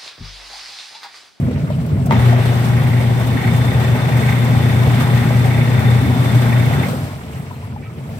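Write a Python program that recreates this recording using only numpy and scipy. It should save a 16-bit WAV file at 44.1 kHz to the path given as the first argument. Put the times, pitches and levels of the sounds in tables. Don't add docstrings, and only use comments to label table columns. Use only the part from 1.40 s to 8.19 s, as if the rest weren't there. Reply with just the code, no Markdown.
import sys
import numpy as np
from scipy import signal
from scipy.fft import rfft, irfft, next_fast_len
from scipy.io import wavfile
from scipy.ndimage import uniform_filter1d

SR = 44100
rng = np.random.default_rng(int(sys.argv[2]) if len(sys.argv) > 2 else 0)


def transcribe(u):
    v = np.clip(np.atleast_2d(u).T, -1, 1)
    q = np.round(v * 32767).astype(np.int16)
    wavfile.write(sys.argv[1], SR, q)


N = 299439

# (time [s], hum level [dB], frame buzz level [dB], whine level [dB])
MOTOR_LEVELS = [(.65, -70, -77, -85), (.7, -15, -77, -85), (.712, -21, -24.5, -70), (.76, -14, -36, -46),
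                (.88, -9, -33, -60), (1.12, -14.5, -33, -51.5), (1.32, -13, -33.5, -58),
                (1.45, -13.5, -31.5, -58), (1.87, -16.5, -35.5, -53), (2.04, -17, -28.5, -53.5),
                (2.27, -16.5, -34.5, -48.5), (2.4, -17.5, -30.5, -50.5), (2.95, -15, -28, -51),
                (3.15, -14.5, -31.5, -50), (4.1, -14.5, -31.5, -52), (4.5, -13.5, -28, -49),
                (4.76, -16.5, -35, -51), (5.2, -13, -29, -53), (5.4, -15.5, -33.5, -51),
                (5.45, -33, -28, -48), (5.5, -29, -48, -90), (5.58, -65, -77, -90)]
# (time [s], cabinet rumble level [dB], churn level [dB], spray hiss level [dB])
TUB_LEVELS = [(0.0, -17, -39.5, -46), (0.05, -15, -35, -50), (.26, -19, -35.5, -49.5),
              (.56, -15.5, -36, -48), (0.64, -17.5, -35.5, -50), (0.69, -13, -36, -46),
              (0.72, -10, -20.5, -46), (0.79, -8, -22, -39), (0.89, -31, -22, -37.5), (0.95, -18, -24, -43),
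              (1.06, -21.5, -23.5, -37), (1.46, -18.5, -26.5, -40), (2.72, -18, -24, -38),
              (3.55, -18.5, -23, -36.5), (4.3, -17, -24.5, -38), (5.14, -20.5, -23.5, -37),
              (5.43, -14, -24, -38), (5.52, -20, -28.5, -38.5), (5.79, -28.5, -36, -46),
              (5.98, -27.5, -37, -47.5), (6.26, -33.5, -41.5, -50), (6.33, -30, -42.5, -54),
              (6.49, -29, -42, -54.5), (6.79, -26.5, -38.5, -46.5)]
# (time [s], share [0-1])
DRIVEN_SHARE = [(.69, 0.034), (.715, 0.96), (5.45, 0.99), (5.9, 0.096)]
# (frequency [Hz], relative level [dB per Hz])
RUMBLE_COLOUR = [(29, -60), (50, -38.5), (72, -11.5), (91, -11), (107, -4.5), (119, -7.5), (131, -1),
                 (178, -11), (200, -14), (247, -11.5), (318, -26.5), (360, -23.5), (424, -28), (500, -29.5),
                 (650, -29), (1100, -120)]
# (frequency [Hz], relative level [dB per Hz])
ROOM_COLOUR = [(15, -68), (25, -42), (48, -15), (75, 1.5), (91, 11), (113, -1), (200, -11.5), (260, -42),
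               (440, -120)]
# (frequency [Hz], relative level [dB per Hz])
CHURN_COLOUR = [(180, 7), (300, -14), (375, 0.5), (482, -2.5), (817, -1), (969, -4), (1690, -8.5),
                (1870, -10), (2750, -14.5), (3300, -15.5), (3570, -15), (4360, -26), (7000, -29),
                (9100, -109), (15400, -120)]
# (frequency [Hz], relative level [dB per Hz])
SPRAY_COLOUR = [(2350, -13.5), (4000, -4), (4510, -4.5), (6770, -11), (8130, -3.5), (9880, -9.5),
                (12500, -7.5), (15100, -9), (15700, -17)]
# (frequency [Hz], relative level [dB per Hz])
SETTLING_COLOUR = [(180, -30), (300, 0.5), (325, -7.5), (445, -2), (515, -6), (644, -2.5), (920, -6),
                   (1600, -11), (2250, -11.5), (3260, -19.5), (7000, -33.5), (9100, -62), (15400, -120)]
# (frequency [Hz], relative level [dB per Hz])
TRICKLE_COLOUR = [(2350, -2), (4000, -9), (5230, -8), (6810, -10.5), (7900, -3), (9490, -9.5),
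                  (13000, -9.5), (15700, -12.5)]
# (frequency [Hz], likeness [0-1])
STEREO_LIKENESS = [(60, 1), (130, 0.99), (290, 0.83), (640, 0.99), (1400, 0.36), (3100, 0), (7000, 0.24),
                   (15000, 0)]
# (frequency [Hz], left over right [dB])
STEREO_BALANCE = [(60, -4.5), (110, 1.5), (200, -1.5), (380, 3.5), (700, 3.5), (1290, 0), (2380, -1),
                  (4400, 5), (8120, -3.5), (15000, -0.5)]
# (frequency [Hz], lead [rad])
LEFT_PHASE_LEADS = [(0, 0), (950, 1.5), (1550, 2), (1890, 6), (2240, 6), (2580, 12.5), (3010, 10.5),
                    (3620, 13), (7410, 23.5), (10700, 21.5), (12000, 22.5), (14200, 23.5), (14700, 9),
                    (15400, 22.1)]
# (time [s], level [dB], starting pitch [Hz])
GURGLE_EVENTS = [(0.082, -17, 536), (0.11, -12, 476), (0.241, -20.5, 527), (0.301, -10.5, 602),
                 (0.667, -15, 715), (0.927, -4, 688), (0.985, -13, 640), (3.149, -10, 775),
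                 (3.47, -7.5, 454), (3.905, -12.5, 620), (5.307, -13, 690), (5.532, -13, 514),
                 (5.761, -29, 650), (6.109, -19.5, 980), (6.233, -26.5, 1000), (6.361, -22.5, 830)]
# (time [s], level [dB])
SPIT_EVENTS = [(0.19, -46), (0.4623, -39), (0.66, -28.5), (0.818, -35), (0.8789, -42), (1.7973, -33),
               (1.8721, -34), (2.4882, -39), (3.3109, -37), (3.8102, -35), (4.3924, -32), (4.9477, -35),
               (6.2387, -47), (6.7381, -51)]
# (multiple of the hum [-], motor turns added [-], relative level [dB],
#             left over right [dB], wavering spread [dB], phase wander spread [rad])
HUM_LINES = [(1, 0, 0, 3, 1.5, 0.052), (1, -1, -12.5, 6.5, 3, .15), (1, 1, -10, -2, 1.5, 0.49),
             (2, -1, -17, 14, -1.5, 1.16), (2, 0, -16, -2, 2, 1.05), (2, 1, -21.5, 1.5, 6, 4.26),
             (3, 0, -29.5, 22.5, 1.2, 1.4)]
# (time [s], relative level [dB])
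CLACK_BLOWS = [(0.7095, -8), (.724, -16), (0.735, -17)]
# (frequency [Hz], relative level [dB], 60 dB decay [s], left over right [dB])
HOUSING_MODES = [(247, 2, .15, 0), (600, -7, .06, 1), (920, 10, 0.05, 10), (1170, 4.5, 0.033, -2),
                 (1440, -18, 0.047, 0), (2050, -3, 0.018, -16), (3200, -10, 0.035, 7),
                 (3900, -19, 0.022, 0)]
# (frequency [Hz], width of one pass [Hz], relative level [dB], left over right [dB])
FRAME_MODES = [(816, 78, 6, 0), (1560, 86, 2, 4), (1858, 74, 4.5, 5), (1908, 69, 7, 1.5),
               (2080, 123, 6, -8), (2214, 74, 1, -20), (2264, 14, -11, -10), (2413, 200, 1.5, 7),
               (2575, 140, -6, 19), (2873, 28, -18.5, 21), (4206, 57, -15, 14)]
# (frequency [Hz], width of one pass [Hz], relative level [dB], left over right [dB])
WHINE_SKIRT = [(3535, 31, -4, 24), (3550, 70, -12, 22)]
# (time [s], level [dB], starting pitch [Hz], 60 dB decay [s], rise time constant [s], roughness [0-1])
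SQUEAK_EVENTS = [(5.438, -21, 2090, .12, .006, .25), (5.93, -36, 2800, .1, .006, .95),
                 (6.13, -47, 4110, .2, .01, .1), (6.424, -31, 2290, .2, .012, .5),
                 (6.425, -37, 1850, .12, .008, .4), (6.455, -34, 1285, .2, .015, .2)]

RIGHT_LAG = 11
HUM_HZ, TURNS_HZ, PULLEY_HZ = 120.3, 29.51, 8.3
THROB_S, WHINE_SWELL_S, PULLEY_S = 3.0058, 2.9956, 3.027
KNOCK_S = 2.987
PULLEY_DB, PULLEY_FROM_S, PULLEY_GROWS_S = 1.5, 1.3, 0.58
START_THROB_DB = -5
BUZZ_WAVER_DB, BUZZ_WAVER_HZ = 1, 12.2
WHINE_HZ = 3563
ROOM_DB = -33
FAINT_TONE_HZ, FAINT_TONE_WIDTH_HZ, FAINT_TONE_DB = 447, 4.7, -52.5
GURGLE_T60_S, GURGLE_RISE_S, GURGLE_ROUGH = 0.055, 0.0019, 0.32
SPIT_T60_S, SMALL_SPITS_PER_S, SMALL_SPIT_DB = 0.061, 3.0, -35
CUTOFF_HZ = 15830


def from_db(db):
    return 10 ** (np.asarray(db) / 20)


def rms_one(x):
    return x / np.sqrt(np.mean(x ** 2) + 1e-20)


def in_time(rows):
    times, *columns = np.transpose(rows)
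    return [np.interp(np.arange(N) / SR, times, column) for column in columns]


def at_hz(points, hz):
    point_hz, values = np.array(points).T
    return np.interp(np.log(hz), np.log(point_hz), values)


def drift(rate):
    pole = np.exp(-80 * np.pi * rate / SR)
    noise = rng.standard_normal(N // 40 + 2002)
    slow = signal.lfilter([1], [1, -2 * pole, pole * pole], noise)[2000:]
    return np.interp(np.arange(N) / 40, np.arange(len(slow)), rms_one(slow))


def stereo(x, pan_db, lag=RIGHT_LAG):
    return np.array([x, np.roll(x, lag)]) * from_db([[pan_db / 2], [-pan_db / 2]])


def fade(clicks, t60):
    return signal.lfilter([1], [1, -from_db(-60 / (t60 * SR))], clicks)


def ring(clicks, hz, t60):
    radius, angle = from_db(-60 / (t60 * SR)), 2 * np.pi * hz / SR
    poles = [1, -2 * radius * np.cos(angle), radius * radius]
    return signal.lfilter([0, np.sin(angle)], poles, clicks + 1e-18)


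def resonate(x, hz, width_hz):
    t60 = np.log(1000) / (np.pi * width_hz)
    once = ring(x, hz, t60)
    return rms_one(ring(once, hz, t60))


def ringing_metal(modes, touches, alike):
    out, alike = 0, np.clip(alike, 0, 1)
    near, far = touches * rng.standard_normal((2, N))
    for hz, width_hz, db, pan_db in modes:
        left = resonate(near, hz, width_hz)
        right = alike * left + np.sqrt(1 - alike ** 2) * resonate(far, hz, width_hz)
        out = out + np.array([left, right]) * from_db([[db + pan_db / 2], [db - pan_db / 2]])
    return rms_one(out)


def patchy_noise(spectrum, together_db, own_db, rate):
    size = next_fast_len(N)
    hz = np.maximum(np.arange(size // 2 + 1) * SR / size, 1)
    mid, apart = rfft(rng.standard_normal((2, size)))
    alike = np.clip(at_hz(STEREO_LIKENESS, hz), 0, 1)
    right = alike * mid + np.sqrt(1 - alike ** 2) * apart
    right = right * np.exp(-1j * np.interp(hz, *np.transpose(LEFT_PHASE_LEADS)))
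    balance_db = at_hz(STEREO_BALANCE, hz) / 2 * [[1], [-1]]
    pair = np.array([mid, right]) * from_db(at_hz(spectrum, hz) + balance_db)
    lowest_hz, highest_hz = spectrum[0][0], spectrum[-1][0]
    half_octaves = 2 * np.log2(hz / lowest_hz)
    out = 0
    for k in range(int(2 * np.log2(highest_hz / lowest_hz)) + 2):
        overlap = np.clip(1 - abs(half_octaves - k), 0, 1)
        band = irfft(pair * overlap, size)[:, :N]
        out = out + band * from_db(together_db + own_db * drift(rate))
    return rms_one(out)


def surges(per_s, rise_s, decay_s):
    swell = (rng.random(N) < per_s / SR) * rng.uniform(0.057, 1, N)
    for lag_s in (rise_s, decay_s):
        swell = signal.lfilter([1], [1, -np.exp(-1 / (lag_s * SR))], swell)
    return rms_one(swell - swell.mean())


def blips(events):
    out, t = np.zeros(N + SR), np.arange(SR // 4) / SR
    grit = rms_one(uniform_filter1d(rng.standard_normal((len(events), len(t))), size=60))
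    for (s, db, hz, t60, rise, rough), noise in zip(events, grit):
        shape = (1 - np.exp(-t / rise)) * from_db(db - 60 * t / t60)
        shape = shape * (1 - rough + rough * noise)
        start = round(s * SR)
        out[start:start + len(t)] += shape * np.sin(2 * np.pi * hz * t * (1 + .12 * t))
    return out[:N]


def cabinet_rumble(level_db):
    noise = patchy_noise(RUMBLE_COLOUR, together_db=1.37 * drift(19.4), own_db=1.6, rate=5.2)
    return from_db(level_db) * noise


def room_tone():
    return from_db(ROOM_DB) * patchy_noise(ROOM_COLOUR, together_db=0, own_db=2.5, rate=4.2)


def faint_tone():
    tone = resonate(rng.standard_normal(N), FAINT_TONE_HZ, FAINT_TONE_WIDTH_HZ)
    return stereo(from_db(FAINT_TONE_DB) * tone, 3.0)


def water(churn_db, spray_db):
    driven = np.clip(in_time(DRIVEN_SHARE)[0], 0, 1)
    loud, calm = np.sqrt(driven), np.sqrt(1 - driven)
    slosh = surges(per_s=22., rise_s=0.0064, decay_s=0.01)
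    churn = loud * patchy_noise(CHURN_COLOUR, together_db=0.65 * slosh, own_db=1.2, rate=9.3)
    churn = churn + calm * patchy_noise(SETTLING_COLOUR, together_db=0.49 * slosh, own_db=3.0, rate=39.0)
    spray = loud * patchy_noise(SPRAY_COLOUR, together_db=0.91 * slosh, own_db=0.85, rate=16.0)
    spray = spray + calm * patchy_noise(TRICKLE_COLOUR, together_db=0.56 * slosh, own_db=2.3, rate=13.0)
    return from_db(churn_db) * churn + from_db(spray_db) * spray


def gurgles():
    events = [(*row, GURGLE_T60_S, GURGLE_RISE_S, GURGLE_ROUGH) for row in GURGLE_EVENTS]
    return stereo(blips(events), 2.5)


def spits():
    driven = np.clip(in_time(DRIVEN_SHARE)[0], 0, 1)
    puffs = (rng.random(N) < SMALL_SPITS_PER_S / SR) * driven
    puffs = puffs * from_db(SMALL_SPIT_DB + 2.5 * rng.standard_normal(N))
    puffs[[round(s * SR) for s, db in SPIT_EVENTS]] = from_db(np.array(SPIT_EVENTS)[:, 1])
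    shape = fade(puffs + 1e-18, SPIT_T60_S)
    bright = signal.butter(2, 6000, "high", fs=SR, output="sos")
    return signal.sosfilt(bright, shape * rng.standard_normal((2, N)))


def hum(level_db):
    t, out = np.arange(N) / SR, 0
    up_to_speed = np.clip((t - PULLEY_FROM_S) / PULLEY_GROWS_S, 0, 1)
    pulley_db = PULLEY_DB * up_to_speed * np.cos(2 * np.pi * PULLEY_HZ * (t - PULLEY_S))
    side_db = START_THROB_DB * (1 - up_to_speed)
    for times, turns, db, pan_db, waver_db, wander in HUM_LINES:
        cycles = np.rint(times) * HUM_HZ * t + np.rint(turns) * TURNS_HZ * (t - THROB_S)
        line = np.sqrt(2) * np.cos(2 * np.pi * cycles + wander * drift(3.8))
        swell_db = pulley_db if np.rint(turns) == 0 else side_db
        swell_db = swell_db + waver_db * drift(8.6)
        out = out + stereo(line * from_db(level_db + db + swell_db), pan_db)
    return out


def clacks():
    blows, out = np.zeros(N), 0
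    blows[[round(s * SR) for s, db in CLACK_BLOWS]] = from_db(np.array(CLACK_BLOWS)[:, 1])
    for hz, level_db, t60, pan_db in HOUSING_MODES:
        out = out + stereo(ring(blows * from_db(level_db - 9.0), hz, t60), pan_db)
    body = signal.butter(1, [600, 2500], "band", fs=SR, output="sos")
    rattle = signal.sosfilt(body, fade(blows, .12) * rng.standard_normal((2, N)))
    crossfeed = 0.23 * rattle[::-1]
    return out + from_db(-22.0) * (rattle + crossfeed)


def buzz(level_db, per_s, pull, knock, knock_s, uneven_db):
    t = np.arange(N) / SR
    level_db = level_db + BUZZ_WAVER_DB * drift(BUZZ_WAVER_HZ)
    turns = (t - KNOCK_S) * TURNS_HZ
    which = np.floor(turns).astype(int) % 200
    strength = from_db(uneven_db * (np.arange(200) % 2 + rng.standard_normal(200)))[which]
    burst = 1 + knock * strength * np.exp(-(turns % 1) / (TURNS_HZ * knock_s))
    chatter = 1 + pull * np.sin(2 * np.pi * HUM_HZ * t)
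    touches = (rng.random(N) < per_s / SR) * chatter * burst
    return from_db(level_db) * ringing_metal(FRAME_MODES, touches, alike=0.61)


def whine(level_db, wobble, sway_hz, skirt_db):
    t = np.arange(N) / SR
    turn = 1 + wobble * np.cos(2 * np.pi * TURNS_HZ * (t - WHINE_SWELL_S))
    pitch = WHINE_HZ + sway_hz * drift(24.0)
    tone = np.sqrt(2) * np.sin(2 * np.pi * np.cumsum(pitch) / SR)
    tone = tone * from_db(2.2 * drift(13.0))
    skirt = from_db(skirt_db) * ringing_metal(WHINE_SKIRT, np.ones(N), alike=.15)
    return from_db(level_db) * turn * (stereo(tone, 22.0) + skirt)


def squeaks():
    return stereo(blips(SQUEAK_EVENTS), -2.0, lag=0)


def scene():
    hum_db, buzz_db, whine_db = in_time(MOTOR_LEVELS)
    rumble_db, churn_db, spray_db = in_time(TUB_LEVELS)
    background = cabinet_rumble(rumble_db) + room_tone() + faint_tone()
    tub = water(churn_db, spray_db) + gurgles() + spits()
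    motor = hum(hum_db) + clacks()
    motor = motor + buzz(buzz_db, per_s=3500., pull=0.8, knock=1.8, knock_s=.009, uneven_db=1.0)
    motor = motor + whine(whine_db, wobble=0.46, sway_hz=10.7, skirt_db=1.0)
    return background + tub + motor + squeaks()


def record(dry):
    rounded = 1.353 * np.tanh(dry / 1.298)
    low_pass = signal.ellip(12, .5, 70, CUTOFF_HZ, fs=SR, output="sos")
    return signal.sosfilt(low_pass, rounded)


dry = scene()
out = record(dry)
transcribe(out)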